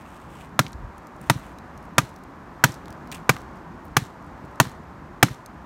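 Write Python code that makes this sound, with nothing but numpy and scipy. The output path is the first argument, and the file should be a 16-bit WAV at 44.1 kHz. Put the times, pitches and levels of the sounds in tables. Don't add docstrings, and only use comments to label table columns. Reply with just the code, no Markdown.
import sys
import numpy as np
from scipy import signal
from scipy.fft import rfft, irfft
from scipy.io import wavfile

SR = 44100
rng = np.random.default_rng(int(sys.argv[2]) if len(sys.argv) > 2 else 0)


def master_out(mix):
    frames = np.transpose(np.atleast_2d(mix))
    ceiling = np.clip(frames, -1, 1)
    pcm = np.round(ceiling * 32767).astype(np.int16)
    wavfile.write(sys.argv[1], SR, pcm)


N = 249297
TIME = np.arange(N) / SR
HIT = TIME[:SR // 5]

# start_s, force_db, hollow_db, mid_db, hard_db, blade_db, weight_db, halves_db, again_s
# (hollow to halves are relative to the force; again_s is the wait for the second contact)
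BLOWS = [(0.5912, 0.44, -18, -25, 2.5, -6, -2.5, 8.5, 0.0029),
         (1.2978, 1.14, 4.5, -2.5, -7, -8, -1.5, 6, 0.0032),
         (1.9815, 1.5, -16, 6, 1.5, -2, -4, 8.5, 0.0032), (2.639, 5, 1, 0.5, -3.5, -5, -5.5, 5.5, .0031),
         (3.293, 0.5, 6.5, -3.5, 1, 2, -3, -7, 0.0026), (3.9670, 1.2, 4, -18, -9, -7, -5.5, -7, 0.0035),
         (4.6000, 4.46, 4.5, 3, -7, -12, -5.5, 9.5, 0.0028),
         (5.2277, 5.9, -16.5, -15, -6, -3.5, -4, 10, 0.003)]
# pitch_hz, level_db, t60_s
HALVES_MODES = [(234, -13.5, 0.033), (300.5, -19.5, .05)]


def undb(db):
    return 10 ** (np.asarray(db) / 20)


def unit(x):
    return x / np.sqrt(np.mean(x ** 2))


def add(out, start_s, x):
    start = int(start_s * SR)
    out[start:start + len(x)] += x[:N - start]


def noise(spectrum, size):
    hz, db = np.transpose(spectrum)
    bins_hz = np.maximum(np.fft.rfftfreq(size, 1 / SR), 1)
    gain = undb(np.interp(np.log(bins_hz), np.log(hz), db))
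    return unit(irfft(rfft(rng.standard_normal(size)) * gain, size))


def fade(t, t60):
    return (t >= 0) * np.exp(-np.log(1000) * np.maximum(t, 0) / t60)


def ring(t, hz, t60):
    return fade(t, t60) * np.sin(2 * np.pi * hz * t)


def walk(rate_hz):
    knots = rng.standard_normal(N // 8)
    return np.interp(TIME * rate_hz, np.arange(len(knots)), knots)


def burst(hz, octaves, skirt_db, t60):
    band = [(hz / 4 ** octaves, -30), (hz / 2 ** octaves, -8), (hz, 0),
            (hz * 2 ** octaves, -8), (hz * 8 ** octaves, skirt_db)]
    return noise(band, len(HIT)) * fade(HIT, t60)


def swells(rows):
    return sum(undb(db) * np.exp(-(2 * (TIME - s) / length_s) ** 2) for s, length_s, db in rows)


def batoning(knock_db=-15.0, tear_db=-9.5, thump_db=-8.0, trees_db=-34.5):
    out = np.zeros(N)
    for start_s, force_db, *spot_db, weight_db, halves_db, again_s in BLOWS:
        blow = (undb(knock_db) * knock(spot_db, again_s)
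                + undb(tear_db) * tear()
                + undb(weight_db + thump_db) * thump(halves_db))
        add(out, start_s, undb(force_db) * blow)
        add(out, start_s, undb(force_db + trees_db) * trees())
    return out


def knock(spot_db, again_s, again_db=-3, spread_s=0.00071):
    # pitch_hz, level_db, t60_s
    modes = [(685, -5.5, 0.031), (775, -7.5, .033), (961, -3, 0.037), (1120, -5, 0.018), (1210, 0.5, 0.042),
             (1372, 2, 0.027), (1470, 1.5, 0.02), (1578, -5, 0.035), (1880, -7.5, 0.018),
             (2230, -10.5, 0.017), (2294, 1.5, 0.019), (2553, -1, 0.032), (3227, -4, 0.029),
             (3760, -11, 0.021), (5040, -13.5, 0.032), (5415, -13, 0.034), (5950, -6.5, 0.023),
             (7200, -10, 0.016), (11400, -15.5, 0.018)]
    spot_hz = [710.0, 1023, 1340, 2300]
    out = 0
    for k, (hz, db, t60) in enumerate(modes):
        gain = undb(db + np.interp(np.log(hz), np.log(spot_hz), spot_db))
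        hz = hz * (1 + 0.005 * rng.standard_normal())
        t = HIT - spread_s * np.sin((k + 1) ** 2) ** 2
        out = out + gain * (ring(t, hz, t60) + undb(again_db) * ring(t - again_s, hz, t60))
    return out


def tear(rise_s=0.00064, hold_s=0.0027, t60=0.018, creak_db=-17, creak_t60=0.095, grain_db=2.5):
    # frequency_hz, level_db
    spectrum = [(200, -22), (500, -10.5), (750, -3), (1300, -1.5), (2400, -9.5), (3000, -11.5),
                (4000, -12.5), (4900, -17.5), (5700, -11.5), (8000, -17), (10300, -21), (11500, -19.5),
                (16000, -26.5)]
    grains = undb(grain_db * walk(2500)[:len(HIT)])
    advance = fade(np.maximum(HIT - hold_s, 0), t60) + undb(creak_db) * fade(HIT, creak_t60)
    advance *= 1 - np.exp(-HIT / rise_s)
    crackle = noise(spectrum, len(HIT)) * grains * advance
    return crackle * np.linalg.norm(advance) / np.linalg.norm(crackle)


def thump(halves_db, lag_s=0.0021, push_s=0.00542, release_db=-0.34):
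    # pitch_hz, level_db, t60_s
    trunk_modes = [(126, -2.5, 0.052), (178.2, 0.5, 0.097)]
    halves = [(hz, db + halves_db, t60) for hz, db, t60 in HALVES_MODES]
    t = HIT - lag_s
    out = 0
    for k, (hz, db, t60) in enumerate(list(trunk_modes) + halves):
        press = ring(t, hz, t60)
        release = undb(release_db) * ring(t - push_s, hz, t60)
        out = out + (-1) ** k * undb(db) * (release - press)
    return out


def rebounds(contact_s=0.0045, settle_hz=130, settle_t60=0.043, flap_db=-7):
    # start_s, level_db
    settles = [(0.647, -20), (1.356, -12.5), (2.031, -16), (2.692, -15.5), (3.345, -19), (4.020, -15),
               (4.664, -17.5), (5.306, -16)]
    # start_s, level_db, centre_hz
    chatters = [(0.6655, -31.5, 2680), (.7303, -39.5, 4270), (2.7203, -36.5, 5240), (2.7423, -39.5, 5800),
                (3.3663, -26, 1290), (4.6523, -30, 1290), (5.2839, -30, 1430)]
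    flap_hz, _, flap_t60 = HALVES_MODES[0]
    flap = undb(flap_db) * ring(HIT, flap_hz, flap_t60)
    landing = np.minimum(HIT / contact_s, 1) * (ring(HIT, settle_hz, settle_t60) + flap)
    out = np.zeros(N)
    for start_s, db in settles:
        add(out, start_s, undb(db) * landing)
    for start_s, db, hz in chatters:
        add(out, start_s, undb(db) * burst(hz, octaves=0.85, skirt_db=-40, t60=0.016))
    return out


def trees(t60=0.32, build_s=0.0027, scatter_db=2.0):
    # frequency_hz, level_db
    spectrum = [(50, -10.5), (140, 15.5), (300, 10.5), (500, 2.5), (1000, -11.5), (1700, 2.5), (2700, -4.5),
                (4200, -2), (4850, -8.5), (5600, -6), (8500, -11), (10400, -16), (11500, -14.5),
                (16000, -23.5)]
    t = TIME[:SR]
    echoes = noise(spectrum, len(t)) * undb(scatter_db * walk(400)[:len(t)])
    return echoes * fade(t, t60) * (1 - np.exp(-t / build_s))


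def twigs(ring_db=-10, ring_t60=0.028):
    # start_s, level_db, centre_hz
    snaps = [(0.981, -45.5, 6600), (1.07, -46.5, 7050), (1.2142, -44.5, 8900), (1.586, -42, 4050),
             (1.7765, -45.5, 5800), (2.1623, -46.5, 5500), (2.2368, -46.5, 6600), (2.8573, -45, 4330),
             (2.882, -43, 3900), (2.9048, -43, 6000), (2.9265, -42.5, 5030), (3.074, -48, 4860),
             (3.1162, -30.5, 5750), (3.1238, -30, 2680), (3.1474, -36, 7000), (3.8526, -47.5, 13000),
             (5.461, -36, 6300)]
    out = np.zeros(N)
    for start_s, db, hz in snaps:
        crack = burst(hz, octaves=1.03, skirt_db=-22, t60=0.011)
        add(out, start_s, undb(db) * (crack + undb(ring_db) * ring(HIT, hz, ring_t60)))
    return out


def rustle(rest_db=-72, patchy_db=2.0, crackle_db=4.0,
           crunch_s=3.117, crunch_db=-42, hold_s=0.032, release_t60=0.15):
    # frequency_hz, level_db
    spectrum = [(700, -2), (1500, -1), (2700, 3.5), (4500, -11), (8500, -7), (10500, -14.5), (13000, -13.5),
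                (16000, -19.5)]
    # middle_s, length_s, level_db
    rubs = [(0.11, 0.36, -57), (0.39, 0.15, -54), (1.26, 0.1, -57), (1.44, 0.16, -56)]
    t = TIME - crunch_s
    crunch = undb(crunch_db) * (t >= 0) * fade(np.maximum(t - hold_s, 0), release_t60)
    catches = undb(patchy_db * walk(60) + crackle_db * walk(700))
    return noise(spectrum, N) * unit(catches) * (undb(rest_db) + swells(rubs) + crunch)


def leaves(shaken_db=-47, lag_s=0.07, stray_db=-56, stray_count=12,
           tick_hz=7500, spread_octaves=0.45, spread_db=3, cluster_s=0.06, cluster_size=3):
    shaken = [(s + lag_s, shaken_db) for s, *_ in BLOWS]
    strays = [(s, stray_db) for s in rng.uniform(0, TIME[-1], stray_count)]
    out = np.zeros(N)
    for start_s, db in shaken + strays:
        for when, strength, pitch in rng.uniform(-1, 1, (cluster_size, 3)):
            tick = burst(tick_hz * 2 ** (spread_octaves * pitch), octaves=0.8, skirt_db=-24, t60=0.0088)
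            tick_s = min(start_s + cluster_s * abs(when), TIME[-1])
            add(out, tick_s, undb(db + spread_db * strength) * tick)
    return out


def trunk_sway():
    # frequency_hz, level_db
    spectrum = [(25, -29), (45, 4), (62, -1.5), (85, -14), (130, -12), (300, -84.5)]
    # middle_s, length_s, level_db
    sways = [(0.76, 0.057, -33), (0.845, 0.08, -32)]
    return noise(spectrum, N) * swells(sways)


def air(level_db=-40.5, swell_db=-1.06, waver_db=2, low_hz=300):
    # frequency_hz, level_db
    spectrum = [(15, -43.5), (25, -4), (59, 3), (80, 0.5), (102, -5), (161, 0), (335, -5.5), (463, -12),
                (1020, -7.5), (1700, -16.5), (3080, -33.5), (6920, -41), (10400, -50.5), (13200, -47),
                (16000, -60.5)]
    rush = noise(spectrum, N)
    low = signal.sosfiltfilt(signal.butter(2, low_hz, fs=SR, output="sos"), rush)
    swell = undb(level_db + swell_db * walk(1.768))
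    waver = undb(waver_db * walk(9) - 0.87)
    return swell * (rush - low + low * waver)


def scene():
    return (trunk_sway() + batoning() + rebounds() + rustle() + twigs() + leaves() + air())[None]


def record(dry, low_hz=52, top_hz=15750):
    lean = signal.sosfilt(signal.butter(2, low_hz, "high", fs=SR, output="sos"), dry)
    clipped = lean / (1 + lean ** 8) ** (1 / 8)
    centred = signal.sosfilt(signal.butter(2, 30, "high", fs=SR, output="sos"), clipped)
    return signal.sosfilt(signal.ellip(8, 0.2, 70, top_hz, fs=SR, output="sos"), centred)


dry = scene()
out = record(dry)
master_out(out)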